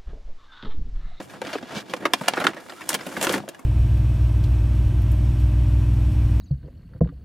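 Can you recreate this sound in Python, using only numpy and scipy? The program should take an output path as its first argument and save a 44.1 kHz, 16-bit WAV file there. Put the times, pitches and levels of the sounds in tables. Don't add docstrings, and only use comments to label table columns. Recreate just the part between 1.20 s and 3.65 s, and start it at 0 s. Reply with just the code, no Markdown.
import sys
import numpy as np
from scipy import signal
from scipy.fft import rfft, irfft
from scipy.io import wavfile
from scipy.ndimage import uniform_filter1d

SR = 44100
rng = np.random.default_rng(int(sys.argv[2]) if len(sys.argv) > 2 else 0)


def wav_record(signal):
    frames = np.transpose(np.atleast_2d(signal))
    bounded = np.clip(frames, -1, 1)
    quanta = np.round(bounded * 32767).astype(np.int16)
    wavfile.write(sys.argv[1], SR, quanta)


N = 108045

# start in seconds, then levels in dB of the box thud, tray body,
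# upper tray and crisp sheet, then the favoured pitch of the box in Hz and of the tray body in Hz,
# then rise and decay of the click burst in seconds.
SNAPS = [(0.006, -37.5, -45, -67, -62, 277, 705, 0.00067, 0.0086),
         (0.098, -61, -47, -49, -65, 250, 1720, 0.0012, 0.0065),
         (0.132, -39.5, -43.5, -54, -61, 338, 1270, 0.0032, 0.0055),
         (0.217, -27.5, -29.5, -42, -46.5, 485, 940, 0.00042, 0.001),
         (0.25, -57, -38, -46, -58, 300, 1760, 0.00097, 0.0032),
         (0.269, -33.5, -44, -38.5, -59, 275, 870, 0.0019, 0.002),
         (0.33, -33, -32, -33.5, -54, 505, 1930, 0.0011, 0.0074),
         (0.353, -24, -30, -63, -57, 316, 760, 0.00094, 0.0047),
         (0.427, -31.5, -36.5, -47, -68, 290, 685, 0.00068, 0.0056),
         (0.562, -26, -37, -35, -60, 192, 800, 0.0051, 0.0078),
         (0.697, -42.5, -48.5, -43.5, -56, 352, 1820, 0.00097, 0.0033),
         (0.737, -25, -24.5, -33.5, -42.5, 422, 1190, 0.00031, 0.0017),
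         (0.765, -41, -38.5, -44.5, -57, 380, 890, 0.0017, 0.0023),
         (0.8, -38.5, -68, -72, -76, 247, 660, 0.0021, 0.0056),
         (0.854, -23.5, -16, -25.5, -41, 330, 670, 0.00051, 0.005),
         (0.9353, -26, -16, -17, -27, 326, 1130, 0.00034, 0.0014),
         (1.01, -25.5, -36.5, -47, -47.5, 272, 700, 0.004, 0.004),
         (1.08, -34, -17, -42, -37, 416, 725, 0.0019, 0.0036),
         (1.0832, -39.5, -22.5, -19, -23.5, 416, 740, 0.000099, 0.001),
         (1.136, -41, -26, -33.5, -66, 500, 1080, 0.00018, 0.001),
         (1.157, -43, -42, -52, -47, 380, 1420, 0.0021, 0.0046),
         (1.168, -29, -24, -59, -55, 403, 1420, 0.0034, 0.0034),
         (1.176, -22, -25.5, -52, -49, 443, 1380, 0.00017, 0.0013),
         (1.199, -29.5, -25, -36.5, -41, 310, 1020, 0.0014, 0.0048),
         (1.215, -26.5, -27.5, -56, -56, 507, 895, 0.0011, 0.0055),
         (1.241, -26, -21.5, -35, -38.5, 375, 1320, 0.0012, 0.005),
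         (1.252, -24.5, -30, -59, -49, 373, 1350, 0.00071, 0.00092),
         (1.268, -28.5, -13.5, -22, -37.5, 290, 1320, 0.00013, 0.0026),
         (1.283, -28, -31, -57, -48, 343, 880, 0.0019, 0.0038),
         (1.346, -39, -45, -64, -57, 364, 1140, 0.0006, 0.0028),
         (1.368, -37.5, -36, -51, -58, 530, 1300, 0.00072, 0.016),
         (1.402, -68, -50, -51, -56, 370, 1180, 0.0016, 0.0025),
         (1.496, -41.5, -38.5, -41, -53, 247, 1380, 0.0016, 0.003),
         (1.522, -42.5, -39.5, -76, -60, 403, 895, 0.00082, 0.0022),
         (1.607, -42.5, -33.5, -46, -52, 380, 1190, 0.0015, 0.014),
         (1.691, -36.5, -31.5, -57, -21, 466, 1060, 0.00012, 0.001),
         (1.693, -56, -48, -33.5, -30, 500, 1240, 0.00018, 0.0017),
         (1.703, -39, -28.5, -50, -32.5, 446, 1040, 0.00067, 0.0043),
         (1.73, -33, -36, -31, -36, 410, 960, 0.0017, 0.0019),
         (1.742, -41, -27, -32, -27, 303, 1600, 0.0016, 0.0014),
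         (1.746, -30.5, -26.5, -26.5, -31.5, 287, 1080, 0.0039, 0.00099),
         (1.806, -40, -35, -43.5, -62, 400, 1040, 0.0024, 0.0031),
         (1.865, -29, -35.5, -43.5, -42.5, 304, 800, 0.0019, 0.0054),
         (1.965, -37, -27, -42, -53, 306, 1370, 0.0041, 0.0041),
         (1.971, -27.5, -36, -45, -45, 234, 790, 0.002, 0.0047),
         (2.013, -32, -34, -30, -32, 480, 720, 0.00021, 0.0043),
         (2.026, -40, -32, -31, -27.5, 486, 910, 0.0013, 0.0024),
         (2.045, -33, -27.5, -29, -30, 540, 1370, 0.0017, 0.002),
         (2.069, -22.5, -23.5, -26.5, -41, 293, 1270, 0.0003, 0.0015),
         (2.094, -22.5, -30, -27, -38, 370, 900, 0.0012, 0.0015),
         (2.123, -46, -40, -45, -31, 302, 1270, 0.0022, 0.0054),
         (2.138, -23.5, -21.5, -31.5, -39, 313, 1100, 0.0023, 0.0043),
         (2.148, -35, -36, -56, -38, 322, 1070, 0.001, 0.0012),
         (2.157, -39, -41, -58, -50, 278, 710, 0.00087, 0.0021),
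         (2.178, -34, -33.5, -46, -44.5, 200, 745, 0.0011, 0.0031),
         (2.2, -31, -49, -55, -66, 149, 800, 0.0024, 0.0017),
         (2.236, -36.5, -52, -68, -76, 186, 700, 0.0035, 0.0022),
         (2.279, -38, -38, -52, -66, 497, 650, 0.00012, 0.0014),
         (2.288, -33.5, -42.5, -40.5, -39, 344, 2054, 0.0015, 0.0015),
         (2.347, -63, -45, -50, -58, 310, 1810, 0.00027, 0.0023),
         (2.392, -43, -46.5, -64, -52.5, 297, 1200, 0.0014, 0.0031)]
# time in seconds, then levels in dB of the box,
# tray body, upper tray and crisp sheet.
SCRAPE = [(0,-30,-38,-45.5,-58),(.032,-49.5,-52,-53.5,-54),(.072,-61,-58,-62,-64),(.112,-53,-50,-56,-56.5),(.162,-42.5,-45,-55,-63),(.202,-53,-62,-60,-70),(.242,-36.5,-43.5,-50,-59),(.302,-45,-36.5,-46.5,-53),(.382,-54,-42,-46.5,-60.5),(.412,-41.5,-53,-57.5,-66),(.472,-51.5,-46,-51.5,-64),(.532,-37,-36.5,-45,-56),(.577,-33.5,-40,-36.5,-50),(.612,-49,-40,-40.5,-53),(.632,-47,-56,-64,-68),(.672,-50.5,-54.5,-54,-69),(.712,-37,-43,-46,-56),(.782,-46,-54,-59,-60),(.832,-34,-38,-55,-60),(.902,-43,-47,-63,-65),(.992,-52,-45.5,-49,-55.5),(1.052,-40.5,-37,-48,-51.5),(1.122,-40.5,-43.5,-46.5,-58),(1.192,-41.5,-31.5,-48,-52.5),(1.302,-37,-38.5,-52,-55),(1.332,-55,-43,-55.5,-66),(1.442,-50,-50.5,-58,-58.5),(1.562,-55.5,-51,-55,-56.5),(1.672,-49.5,-48,-53,-54.5),(1.717,-45,-33.5,-35.5,-39.5),(1.772,-42,-43,-49,-56),(1.842,-44.5,-45,-51,-52),(1.922,-39,-41,-50,-48),(2.002,-37,-37,-45,-48),(2.037,-29,-26,-34,-28),(2.062,-33.5,-29,-44,-42.5),(2.102,-29,-31,-39,-38),(2.142,-27,-31,-34,-46),(2.172,-27.5,-35.5,-43,-45.5),(2.202,-40,-47,-52.5,-62),(2.262,-51.5,-61,-64,-69),(2.332,-66,-53,-60,-70),(2.45,-58,-60,-70,-68)]
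# pitch in Hz, relative level in dB,
# time to die away by 60 dB in seconds.
BOX_MODES = [(149.3, -10, 0.081), (204, -4, 0.15), (266.4, -0.5, 0.1), (319.3, -0.5, 0.087),
             (364.8, -3.5, 0.089), (504, -3.5, 0.074), (569.2, -0.5, 0.05)]
# pitch in Hz, relative level in dB, time to die by 60 dB in seconds.
TRAY_MODES = [(681, -0.5, 0.04), (737, 3, 0.041), (882, -0.5, 0.034), (1040, -2, 0.031), (1393, 1, 0.024),
              (1465, -1.5, 0.024), (1705, 3, 0.036), (1918, 2, 0.023), (2410, -3, 0.045),
              (2762, -0.5, 0.039), (3054, -3, 0.025), (3293, -4.5, 0.044), (3624, 0, 0.018),
              (7220, 1.5, 0.013), (9530, -0.5, 0.015)]
# lowest and highest pitch in Hz,
# level of the crowd of close modes against the clear ones in dB, time for that crowd to die by 60 dB
# in seconds, scatter of the scrape grains in dB, side (stereo difference) level in dB.
PARTS = [(146, 597, -2.5, 0.033, 0, -14), (562.9, 1966, 3.5, 0.045, 4, -12.5),
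         (2210, 5580, 1, 0.045, 0.5, -9), (5830, 13050, 9, 0.039, 1.5, -9.5)]
# frequency in Hz, relative level per Hz in dB.
AIR_COLOUR = [(25, -18), (317, 10), (439, 0), (754, 4), (4250, -31), (5730, -25), (14000, -27),
              (16000, -43)]
# time in seconds, level in dB.
RUMBLE = [(0.0, -49), (0.05, -55.5), (1.01, -65.5), (1.58, -69), (1.73, -56), (1.84, -69), (2.22, -50),
          (2.3, -73), (2.45, -66)]
# time in seconds, left minus right in dB.
PAN = [(0, 0), (1.3, -1), (1.7, -1), (2.0, .4)]
# start and end in seconds, first and last pitch in Hz,
# width of its wobble in Hz, peak level before the wobble in dB.
SQUEAK = (1.55, 1.625, 1230, 1480, 60, -46)

AIR_DB = -49.5
ROOM_DB, ROOM_T60_S = -20.5, 0.093
BODY_LOW_HZ, TOP_HZ = 135, 16000
MODE_SCATTER_DB, MODE_JITTER = 2.5, 0.019
FAVOUR_DB_OCT = 19.5
SHEET_DULL, SCRAPE_DULL = .9, 0.61
GRAINS_PER_S, GRAIN_T60_S = 4000, 0.035
STEADY_S = 0.04
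BURST_SCATTER_DB, FIRST_CLICK_DB = 4.5, 14
CRACK_DB, CRACK_T60_S = 2.5, 0.0028
HARD_RISE_S, HARD_CLEAR_DB = 0.00066, 7


def amp(db):
    return 10 ** (np.asarray(db) / 20)


def unit(x):
    return x / np.sqrt(np.mean(x ** 2) + 1e-18)


def band(x, lo_hz, hi_hz):
    edges = [lo_hz, min(hi_hz, .45 * SR)]
    return signal.sosfilt(signal.butter(2, edges, "bandpass", fs=SR, output="sos"), x)


def fade(t, t60):
    return np.exp(-np.log(1000) * t / t60)


def curve(table, column):
    table = np.array(table)
    return np.interp(np.arange(N) / SR, table[:, 0], table[:, column])


def stereo(mid, side, side_db):
    return np.array([mid + amp(side_db) * side, mid - amp(side_db) * side])


def background():
    freqs, table = np.fft.rfftfreq(N, 1 / SR), np.array(AIR_COLOUR)
    colour = amp(np.interp(np.log(freqs + 1), np.log(table[:, 0]), table[:, 1]))
    air = unit(irfft(rfft(rng.standard_normal((2, N))) * colour, N))
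    mid, side = (unit(band(band(rng.standard_normal(N), 69, 198), 69, 198)) for _ in range(2))
    rumble = amp(curve(RUMBLE, 1)) * stereo(mid, side, -0.5)
    return amp(AIR_DB) * air + rumble


def room_echo(near):
    t = np.arange(SR // 3) / SR
    tail = rng.standard_normal((2, len(t))) * fade(t, ROOM_T60_S) * (t > .004)
    tail /= np.sqrt(np.sum(tail ** 2, axis=1, keepdims=True))
    return amp(ROOM_DB) * signal.fftconvolve(near, tail, axes=1)[:, :N]


def squeak():
    start, end, from_hz, to_hz, width_hz, db = SQUEAK
    along = np.clip((np.arange(N) / SR - start) / (end - start), 0, 1)
    wobble = 1 + .5 * unit(uniform_filter1d(rng.standard_normal(N), int(SR / width_hz / 2)))
    pitch_hz = from_hz + (to_hz - from_hz) * along
    tone = np.sin(2 * np.pi * np.cumsum(pitch_hz) / SR)
    return amp(db) * np.sin(np.pi * along) * wobble * tone


def dense(part, noise, dull):
    if part[1] > 10000:
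        noise = signal.lfilter([1], [1, -np.clip(dull, 0, .95)], noise)
    return amp(part[2]) * unit(band(noise, part[0], part[1]))


def clear(part, chance, favour_hz=None, size=4000):
    modes = [mode for mode in BOX_MODES + TRAY_MODES if part[0] <= mode[0] < part[1]]
    modes = np.array(modes).reshape(-1, 3)
    if not len(modes):
        return np.zeros(size)
    hz, db, t60 = modes.T[:, :, None]
    t = np.arange(size) / SR
    level_luck, pitch_luck, sign_luck = chance.standard_normal((3, len(modes), 1))
    db = db + MODE_SCATTER_DB * level_luck
    if favour_hz:
        db = db - FAVOUR_DB_OCT * np.abs(np.log2(hz / favour_hz))
    tones = np.sin(2 * np.pi * hz * (1 + MODE_JITTER * pitch_luck) * t)
    return unit(np.sum(np.sign(sign_luck) * amp(db) * fade(t, t60) * tones, axis=0))


def scrape():
    hits = (rng.random(N) < GRAINS_PER_S / SR) * rng.standard_normal(N)
    size, out = rng.exponential(1, N), 0
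    for column, part in enumerate(PARTS, start=1):
        grains = hits * amp(part[4] * size)
        grains = grains / np.sqrt(uniform_filter1d(grains ** 2, int(STEADY_S * SR)) + 1e-12)
        glow = np.sqrt(signal.lfilter([1], [1, -fade(2 / SR, GRAIN_T60_S)], grains ** 2))
        channels = []
        for _ in range(2):
            ringing = unit(signal.fftconvolve(grains, clear(part, rng))[:N])
            crowd = dense(part, glow * rng.standard_normal(N), SCRAPE_DULL)
            channels.append(unit(ringing + crowd))
        mid, side = channels
        out = out + amp(curve(SCRAPE, column)) * stereo(mid, side, part[5])
    return out


def ring(part, chance, favour_hz, hard, size=4000):
    t = np.arange(size) / SR
    envelope = fade(t, part[3]) + amp(CRACK_DB) * fade(t, CRACK_T60_S)
    crowd = dense(part, chance.standard_normal(size) * envelope, SHEET_DULL * hard)
    return amp(HARD_CLEAR_DB * hard) * clear(part, chance, favour_hz) + crowd


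def click_burst(rise, decay, hard, chance):
    t = np.arange(1500) / SR
    clicks = amp(BURST_SCATTER_DB * chance.standard_normal(len(t))) * np.sign(chance.standard_normal(len(t)))
    clicks *= chance.random(len(t)) < 1 / 40
    clicks *= np.exp(-t / max(decay, 1e-4)) * (1 - np.exp(-t / max(rise, 1e-5)))
    clicks[0] = amp(FIRST_CLICK_DB) * hard
    return clicks


def snaps():
    out = np.zeros((2, N + 9000))
    seeds = rng.integers(0, 2 ** 31, len(SNAPS))
    for (at, *dbs, box_hz, tray_hz, rise, decay), seed in zip(SNAPS, seeds):
        chance = np.random.default_rng(seed)
        hard = np.exp(-rise / HARD_RISE_S)
        clicks = click_burst(rise, decay, hard, chance)
        hit = 0
        for part, db, hz in zip(PARTS, dbs, (box_hz, tray_hz, None, None)):
            mid, side = (signal.fftconvolve(clicks, ring(part, chance, hz, hard)) for _ in range(2))
            norm = np.sqrt(np.sum(mid ** 2) / (SR / 100))
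            hit = hit + amp(db) / norm * stereo(mid, side, part[5])
        i = int(at * SR)
        out[:, i:i + hit.shape[1]] += hit
    return out[:, :N]


def scene():
    pan = curve(PAN, 1)
    near = (snaps() + scrape() + squeak()) * amp(np.array([pan, -pan]) / 2)
    near = signal.sosfilt(signal.butter(2, BODY_LOW_HZ, "highpass", fs=SR, output="sos"), near)
    return near + room_echo(near) + background()


def record(dry):
    rounded = dry / (1 + (np.abs(dry) / .95) ** 10) ** (1 / 10)
    return signal.sosfilt(signal.ellip(10, .2, 80, TOP_HZ, fs=SR, output="sos"), rounded)


dry = scene()
out = record(dry)
wav_record(out)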